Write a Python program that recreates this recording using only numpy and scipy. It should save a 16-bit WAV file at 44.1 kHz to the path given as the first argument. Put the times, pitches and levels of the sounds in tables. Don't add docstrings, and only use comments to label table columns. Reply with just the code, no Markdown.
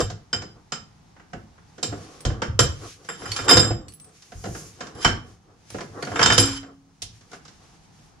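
import sys
import numpy as np
from scipy import signal
from scipy.fft import rfft, irfft, next_fast_len
from scipy.io import wavfile
from scipy.ndimage import map_coordinates

SR = 44100
rng = np.random.default_rng(int(sys.argv[2]) if len(sys.argv) > 2 else 0)


def transcribe(u):
    v = np.clip(np.atleast_2d(u).T, -1, 1)
    q = np.round(v * 32767).astype(np.int16)
    wavfile.write(sys.argv[1], SR, q)


N = 361619

# (time [s], crack [dB], casting [dB], wood [dB], ring [dB], place struck [bar lengths])
STRIKES = [(0.0024, -23.5, -27, -29.5, -30.5, 0.3), (0.3294, -26.0, -23.5, -28.5, -27.5, 0.35),
           (0.7207, -26.5, -27, -37, -37, 0.36), (1.8286, -21, -27.5, -31, -32, 0.31),
           (2.2507, -23.5, -28.5, -26.5, -43.5, 0.49), (2.4185, -29, -19.5, -26.5, -50.5, 0.14),
           (2.591, -10, -13.5, -19.5, -15.5, 0.074), (3.0876, -46, -26, -37.5, -39, 0.31),
           (3.2177, -51.5, -36.5, -40, -50.5, 0.1), (3.2555, -50, -29.5, -48.5, -41, 0.082),
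           (3.3622, -23.5, -27, -43, -33.5, 0.48), (3.3887, -41.5, -24.5, -35.5, -43.5, 0.42),
           (3.4814, -27.5, -18, -34, -23, 0.49), (3.491, -16.5, -13, -25.5, -16.5, 0.24),
           (3.5094, -18.5, -12, -23.0, -17.5, 0.38), (3.5295, -19, -17.5, -19.5, -18.5, 0.36),
           (3.569, -14.5, -15.5, -17, -18.5, 0.19), (3.5935, -29, -26.5, -27.5, -22.5, 0.325),
           (3.6309, -38.5, -27.5, -26, -42, 0.35), (4.8057, -33, -31.5, -37.0, -52, 0.2),
           (5.0464, -15.5, -8.5, -19.5, -31, 0.28), (5.0753, -28, -26, -29.5, -52.5, 0.5),
           (6.1161, -52, -31.5, -33.5, -52, 0.27), (6.1575, -34.5, -21, -35.5, -36.5, 0.49),
           (6.1921, -26.5, -14, -23, -42.5, 0.24), (6.2136, -24.5, -11.5, -22, -33.5, 0.49),
           (6.2277, -14, -13.0, -30.5, -23.5, 0.18), (6.2591, -13.5, -13.5, -24.5, -21, 0.5),
           (6.3004, -23, -11, -26, -18, 0.045), (6.322, -16.5, -20, -28, -24.5, 0.215),
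           (6.3788, -8.5, -16.5, -18.5, -20.5, 0.097), (6.3985, -32, -25, -37, -16.5, 0.075)]
# (time [s], crack [dB], casting [dB], wood [dB])
HELD_BUMPS = [(0.0997, -35, -35.5, -35.5), (0.4194, -38.5, -35.5, -36.5), (1.1637, -65, -48.5, -55),
              (1.1961, -61, -46, -53), (1.3313, -44, -32.5, -32), (1.5788, -74, -48.5, -57),
              (1.7804, -46, -43, -40.5), (1.9235, -48, -35, -29), (2.2988, -47, -34.5, -31.5),
              (3.046, -46.5, -50, -51), (3.705, -46, -29.5, -25.5), (4.2215, -44.5, -53, -64),
              (4.3187, -46, -40.5, -43), (4.4388, -38.5, -35, -33), (4.4544, -38, -35, -26.5),
              (4.5486, -44, -34, -35.5), (4.8678, -40.5, -40.5, -45.5), (4.9541, -61, -47.5, -40),
              (5.7013, -52.5, -45, -47), (5.7435, -46.5, -36, -28.5), (5.7832, -43, -33.5, -38.5),
              (5.8062, -37, -31.5, -33), (6.025, -40, -27.5, -31), (6.0703, -43.5, -29, -30),
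              (6.6297, -50.5, -39.5, -43), (7.0191, -25.5, -44, -48), (7.209, -52, -53, -57),
              (7.3143, -46.5, -45, -48.5), (7.3302, -43, -36, -40.5), (7.451, -45, -45.5, -56),
              (7.4798, -44.5, -47, -56), (7.99, -60.5, -67, -62)]
# (frequency [Hz], relative level [dB], t60 [s])
VISE_MODES = [(236.2, -11, 0.22), (305, -20, 0.43), (371, -23, .15), (483.4, 0, .2), (710, -6.5, 0.15),
              (1065, -13, 0.13), (1323, -8.5, 0.17), (1393, -10.5, 0.12), (1672, -11, 0.18),
              (1900, -22, 0.091), (2396, -11, 0.24), (3070, 0.5, 0.23), (3230, -4, 0.09), (3590, -9, 0.21),
              (3655, -9.5, 0.26), (5050, 5, 0.19), (5140, -9, 0.26), (5340, -9.5, .35), (6030, -10.5, 0.36),
              (7170, -12, 0.3), (7385, 6, 0.21), (7492, -1.5, 0.32), (8640, -18, .2), (10116, 8.5, 0.24),
              (13160, -9.5, .26), (13920, -6, .3)]
# (frequency [Hz], density [dB])
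CRACK_SPECTRUM = [(1180, -37), (2000, -19.5), (3110, -8.5), (4560, -7.5), (5140, -4), (7590, -9.5),
                  (9000, -27.5), (11700, -64), (19800, -120)]
CASTING_SPECTRUM = [(470, -31.5), (800, -6.5), (884, -3), (1130, -3), (1430, 0.5), (1710, -3), (2280, -9),
                    (2470, -13), (2750, -11), (3000, -12.5), (3900, -27), (6600, -120)]
FRICTION_SPECTRUM = [(710, -45), (1200, -5), (2310, 1), (3820, -0.5), (6050, 3.5), (8710, -7), (10400, -8),
                     (14300, -32), (15500, -49.5)]
# (frequency [Hz], lead [rad])
LEFT_LEAD = [(0, 0), (1030, 0.5), (4220, -0.5), (6030, 1.5), (7670, 1.5), (9820, 6.5), (15200, 4)]
PAN_DB = -2


def vise():
    # (frequency [Hz], density [dB])
    snap_spectrum = [(6000, -43), (8500, 2), (10500, 5), (13000, -21.5), (15600, -26.5)]
    hollow_spectrum = [(240, -32), (400, -7), (448, 0.5), (506, -2), (602, -9), (714, 0.5), (800, -11.5),
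                       (1040, -43), (1760, -120)]
    knock_spectrum = [(82, -31.5), (140, -0.5), (329, -1), (420, -7), (550, -31.5), (920, -120)]
    times, crack_db, casting_db, wood_db = contacts()
    snap_db = crack_db - 25.5 + 0.89 * (crack_db - casting_db)
    is_bump = np.arange(len(times)) >= len(STRIKES)
    hollow_db = wood_db - 2.5 + 2 * is_bump
    snap = bursts(times, snap_db, t60_s=0.079, rise_s=0.001) * noise(colour(snap_spectrum))
    crack = bursts(times, crack_db, t60_s=0.083, rise_s=0.00098) * noise(colour(CRACK_SPECTRUM))
    casting = bursts(times, casting_db, t60_s=0.09, rise_s=0.002) * noise(colour(CASTING_SPECTRUM))
    hollow = bursts(times, hollow_db, t60_s=0.14, rise_s=0.0016) * noise(colour(hollow_spectrum))
    knock = bursts(times, wood_db, t60_s=0.17, rise_s=0.0068, pan_db=0) * noise(colour(knock_spectrum))
    clank = filtered(crack + casting + hollow + knock, lambda hz: 1 / (1 + (hz / 10000) ** 12))
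    return snap + clank + bar_ring()


def bar_ring():
    # (order, frequency [Hz], relative level [dB])
    bending = [(3, 3500, 6), (4, 5040, 4), (5, 7140, -1), (6, 10100, -15)]
    # (time [s], loss [dB/s])
    grip = [(0, 90), (2.7, 89.5), (3.0, 5.5), (3.7, 5), (4.8, 119), (5.1, 120.5), (6.1, 4.5)]
    node_leak, wood_hz, casting_hz = 0.11, 560, 1500
    order, bend_hz, bend_db = np.transpose(bending)
    times, crack_db, casting_db, wood_db, ring_db, place = np.transpose(STRIKES)
    hz = np.array(VISE_MODES)[:, 0]
    shape = np.abs(np.cos(np.outer(place, order + 0.5) * np.pi + np.pi / 4)) + node_leak
    anchor_hz = np.r_[wood_hz, casting_hz, bend_hz]
    anchor_db = np.c_[wood_db, casting_db, ring_db[:, None] + bend_db + 20 * np.log10(shape)]
    bar_db = [along(np.c_[anchor_hz, row], hz) for row in anchor_db]
    detune = np.abs(hz[:, None] / bend_hz - 1).min(axis=1)
    in_casting = (detune > 0.055) & (hz > 2000) & (hz < 9000)
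    mode_db = np.where(in_casting, (crack_db + casting_db)[:, None] / 2 - 7.5, bar_db)
    loss_db_s = np.interp(times, *np.transpose(grip))
    return rings(times, mode_db, VISE_MODES, loss_db_s, scatter_db=2.16, rough=0.7, flutter_hz=60)


def bar_scrape():
    # (time [s], level [dB])
    strokes = [
        [(3.1, -57.5), (3.3, -41), (3.47, -44), (3.55, -34), (3.75, -52)],
        [(4.95, -57.5), (5.03, -36.5), (5.05, -38)],
        [(6.05, -62), (6.2, -44.5), (6.38, -29), (6.55, -37.5), (6.7, -87)],
    ]

    def high_modes(f, width_hz=45):
        return sum(amp(db - hz / 600) * resonance(f, hz, width_hz) ** 2
                   for hz, db, _ in VISE_MODES if hz > 2300)

    envelope = sum(amp(level_curve(stroke)) for stroke in strokes)
    chatter = unit_rms(amp(2.4 * wobble(60)))
    ring = amp(-0.5) * noise(high_modes)
    grit = amp(-2) * noise(colour(CRACK_SPECTRUM))
    casting = amp(-4) * noise(colour(CASTING_SPECTRUM))
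    return envelope * chatter * (ring + grit + casting) * pan(PAN_DB)


def gear_tinks():
    # (time [s], tick [dB], ring [dB], part pitch [Hz])
    tinks = [(2.205, -41, -41.5, 9400), (3.317, -23, -20, 4480), (3.8823, -40.5, -27, 5500),
             (3.921, -49.5, -48, 11000), (3.936, -51, -38.5, 11200), (3.998, -48, -42.5, 8400),
             (4.0432, -51.5, -47, 8500), (5.7022, -37.5, -44.5, 9700), (6.0248, -29.5, -29, 4480),
             (6.05, -35.5, -39, 4480), (6.195, -31, -32.5, 4480)]
    # (frequency [Hz], relative level [dB], t60 [s])
    modes = [(4480, -2, 0.066), (7950, -2.5, 0.17), (8540, -0.5, 0.16), (9450, -10, 0.11), (9900, -11, .15),
             (10900, -8, .14), (10900, 2, 0.098), (13010, -7, 0.097), (15020, 5.5, .15)]
    times, tick_db, ring_db, pitch_hz = np.transpose(tinks)
    tick = bursts(times, tick_db, t60_s=0.043, rise_s=0.00064) * noise(colour(FRICTION_SPECTRUM))
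    octaves_off = np.abs(np.log2(np.array(modes)[:, 0] / pitch_hz[:, None]))
    mode_db = ring_db[:, None] - 29.5 * octaves_off
    loss_db_s = np.full(len(times), 90)
    return tick + rings(times, mode_db, modes, loss_db_s, scatter_db=3, rough=0.6, flutter_hz=40)


def bench():
    # (time [s], level [dB])
    jolts = [(0, -22), (0.349, -35.5), (.76, -51), (1.34, -39.5), (1.88, -32), (2.25, -17), (2.479, -20),
             (2.6, -16), (3.2, -40.5), (3.28, -36), (3.41, -30), (3.55, -16.5), (3.7, -24.5), (4.35, -28.5),
             (4.48, -31.5), (4.95, -39), (5.05, -20), (5.72, -37.5), (5.9, -44.5), (6.1, -33.5),
             (6.19, -24.5), (6.279, -25), (6.38, -20), (7.02, -40.5)]
    # (frequency [Hz], width [Hz], level [dB])
    modes = [(60, 57, -9), (104.7, 12, 4.5), (141.4, 12, -5.5)]

    def wood(f):
        response = sum((-1) ** k * amp(db) * resonance(f, hz, width_hz)
                       for k, (hz, width_hz, db) in enumerate(modes))
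        return response / (1 + (f / 170) ** 4)

    boom_gain = bursts(*np.transpose(jolts), t60_s=0.45, rise_s=0.012, pan_db=0) + amp(-66)
    times, _, _, wood_db = contacts()
    drone_gain = bursts(times, wood_db - 12, t60_s=0.4, rise_s=0.012, pan_db=0)
    drone_gain += amp(-62.5 + 1.9 * wobble(7.5))
    rumble = noise(colour([(12, -43.5), (28, -11.5), (45, 5.5), (70, -4.5), (100, -66.5)]))
    drone = noise(colour([(110, -39), (150, 8), (200, -1), (270, -6), (340, -47.5)]))
    tone_hz = modes[1][0] * (1 + 0.03 * wobble(5))
    tone = amp(-3.5) * np.sin(2 * np.pi * np.cumsum(tone_hz) / SR)
    boom = tone + noise(wood) + amp(-15.5 + 3 * wobble(8)) * rumble
    return boom_gain * boom + drone_gain * drone


def low_note(start_s=6.39, hz=275, db=-21.5, t60_s=0.79):
    t = np.maximum(np.arange(N) / SR - start_s, 0)
    return amp(db - 60 * t / t60_s) * np.sin(2 * np.pi * hz * t)


def rubbing():
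    # (peak time [s], nominal length [s], skin [dB], cloth [dB])
    swishes = [(2.08, 0.63, -53.5, -73.5), (2.873, .28, -47, -55), (3.099, 0.22, -57, -63.5),
               (4.229, 0.27, -58.5, -64), (4.58, 0.45, -52, -45), (4.853, 0.38, -57, -74),
               (5.317, 0.18, -64, -68), (5.795, 0.25, -48.5, -67), (6.097, 0.35, -50, -58),
               (7.192, .3, -64, -71), (7.358, 0.1, -52, -61), (7.696, 0.81, -63.5, -87.5),
               (8.04, 0.23, -65, -70.5)]
    # (frequency [Hz], density [dB])
    cloth_spectrum = [(3000, -42.5), (4800, -4), (6500, 2.5), (8300, -8), (10300, -7), (13500, -20.5),
                      (15500, -29.5)]
    t = np.arange(N) / SR
    envelope = amp([[-71], [-79]])
    for peak_s, length_s, skin_db, cloth_db in swishes:
        flank_s = length_s / 2 * np.where(t > peak_s, 0.66, 1)
        fall_db = 13 * ((t - peak_s) / flank_s) ** 2
        envelope = envelope + amp([skin_db - fall_db, cloth_db - fall_db])
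    skin, cloth = envelope * amp(1.3 * wobble(25))
    return skin * noise(colour(FRICTION_SPECTRUM)) + cloth * noise(colour(cloth_spectrum))


def screw_grind():
    # (time [s], level [dB])
    levels = [(0.0, -28.5), (0.13, -73), (1.83, -81), (1.94, -47), (2.49, -47.5), (2.81, -57),
              (3.13, -56.5), (3.24, -46.5), (3.61, -26), (3.82, -64.5), (4.29, -62), (4.47, -55.5),
              (5.11, -50), (5.71, -70.5), (5.94, -50.5), (6.32, -32.5), (6.74, -63.5), (6.96, -88.5),
              (7.31, -65.5), (8.2, -79)]
    # (frequency [Hz], density [dB])
    spectrum = [(160, -33.5), (280, -2.5), (405, -5), (478, -3.5), (607, -14), (733, -6.5), (915, -20),
                (1100, -8), (2000, -24), (2600, -48.5), (4400, -120)]
    return amp(level_curve(levels) + 6.7 * wobble(16)) * noise(colour(spectrum))


def shop_reverb(x):
    # (frequency [Hz], t60 [s])
    decay = [(150, 0.44), (1000, 0.34), (5000, 0.3), (12000, 0.18)]
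    hz, t, (mid, side) = signal.stft(rng.standard_normal((2, SR // 2)), SR, nperseg=512)
    width = 1 / (1 + (450 / (hz[:, None] + 1)) ** 4)
    mid, side = mid * np.sqrt(2 - width), side * width
    fade = amp(-60 * t / along(decay, hz)[:, None])
    _, tail = signal.istft(np.array([mid + side, mid - side]) * fade, SR, nperseg=512)
    delayed = np.pad(x, ((0, 0), (250, 0)))
    return signal.fftconvolve(delayed, tail / np.linalg.norm(tail[0]), axes=1)[:, :N]


def room_hiss():
    # (frequency [Hz], density [dB])
    spectrum = [(18, -32.5), (30, -3), (130, 0), (576, -17.5), (788, -9), (1050, -14.5), (2760, -25.5),
                (5900, -25), (10200, -40.5), (13600, -49.5), (15500, -62)]
    # (frequency [Hz], left-right coherence)
    diffuse = [(60, 0.97), (300, 0.44), (640, .05), (3000, 0.29), (15000, .05)]
    return amp(-55.5) * noise(colour(spectrum), diffuse)


def contacts():
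    return np.vstack([np.array(STRIKES)[:, :4], HELD_BUMPS]).T


def bursts(times, db, t60_s, rise_s, pan_db=PAN_DB):
    kicks = np.zeros(N)
    np.add.at(kicks, (times * SR).astype(int), amp(db) ** 2)
    t = np.arange(SR // 2) / SR
    shape = amp(-60 * t / t60_s) * (1 - np.exp(-t / rise_s))
    return pan(pan_db) * np.sqrt(np.abs(signal.fftconvolve(kicks, shape ** 2)[:N]))


def rings(times, mode_db, modes, loss_db_s, scatter_db, rough, flutter_hz):
    hz, level_db, t60_s = np.transpose(modes)[:, :, None]
    t = np.arange(SR) / SR
    knots = rng.standard_normal((2, 2, len(modes), 2 * flutter_hz))
    flutter = 1 + rough * signal.resample(knots[0] + 1j * knots[1], SR, axis=-1)
    tones = (flutter * phase_lead(hz) * np.exp(2j * np.pi * hz * t)).imag / np.sqrt(1 + 2 * rough ** 2)
    length = SR // 2
    t = t[:length]
    decay = amp(level_db - 60 * t / t60_s) * (1 - np.exp(-t / 0.00067))
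    out = np.zeros((2, N + SR))
    for time_s, db, loss in zip(times, mode_db, loss_db_s):
        gains = amp(db + scatter_db * rng.standard_normal(len(modes)))
        offset = rng.integers(length)
        ring = np.einsum("m,mt,cmt->ct", gains, decay, tones[..., offset:offset + length])
        onset = int(time_s * SR)
        out[:, onset:onset + length] += ring * amp(-loss * t)
    return pan(PAN_DB) * out[:, :N]


def noise(response, coherence=None):
    # (frequency [Hz], left-right coherence)
    near = [(60, 0.98), (300, 1), (600, 0.74), (1650, 0.28), (5000, 0.27), (15000, 0.2)]

    def mid_side(hz):
        angle = np.arccos(np.clip(along(coherence or near, hz), -1, 1)) / 2
        return response(hz) * [np.cos(angle), np.sin(angle)]

    mid, side = filtered(rng.standard_normal((2, N)), mid_side)
    return unit_rms(filtered(np.array([mid + side, mid - side]), phase_lead))


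def filtered(x, response):
    size = next_fast_len(N + SR // 2)
    return irfft(rfft(x, size) * response(np.fft.rfftfreq(size, 1 / SR)), size)[..., :N]


def resonance(f, centre_hz, width_hz):
    return 1j * f * width_hz / (centre_hz ** 2 - f ** 2 + 1j * f * width_hz)


def colour(spectrum):
    return lambda hz: amp(along(spectrum, hz))


def along(points, hz):
    knot_hz, values = np.transpose(points)
    return np.interp(np.log(hz + 1), np.log(knot_hz + 1), values)


def level_curve(points):
    return np.interp(np.arange(N) / SR, *np.transpose(points), left=-120, right=-120)


def wobble(rate_hz):
    knots = rng.standard_normal(int(N * rate_hz / SR) + 4)
    return map_coordinates(knots, [np.arange(N) * rate_hz / SR])


def phase_lead(hz):
    return np.exp(1j * np.multiply.outer([0.5, -0.5], along(LEFT_LEAD, hz)))


def pan(db):
    return amp([[db / 2], [-db / 2]])


def amp(db):
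    return 10 ** (np.asarray(db) / 20)


def unit_rms(x):
    return x / np.sqrt(np.mean(x ** 2) + 1e-20)


def scene():
    metal = vise() + gear_tinks() + bar_scrape()
    return metal + amp(-7) * shop_reverb(metal) + bench() + low_note() + rubbing() + screw_grind()


def record(dry):
    memory_s, threshold_db, cutoff_hz = 0.25, -32, 15690
    memory = np.exp(-np.arange(SR) / (memory_s * SR))
    power = np.abs(signal.fftconvolve(np.mean(dry ** 2, 0), memory / memory.sum())[:N])
    mix = dry + room_hiss() / (1 + power / amp(threshold_db) ** 2) ** 0.42
    clipped = mix / (1 + np.abs(mix) ** 6) ** (1 / 6)
    return filtered(clipped, lambda hz: hz < cutoff_hz)


dry = scene()
out = record(dry)
transcribe(out)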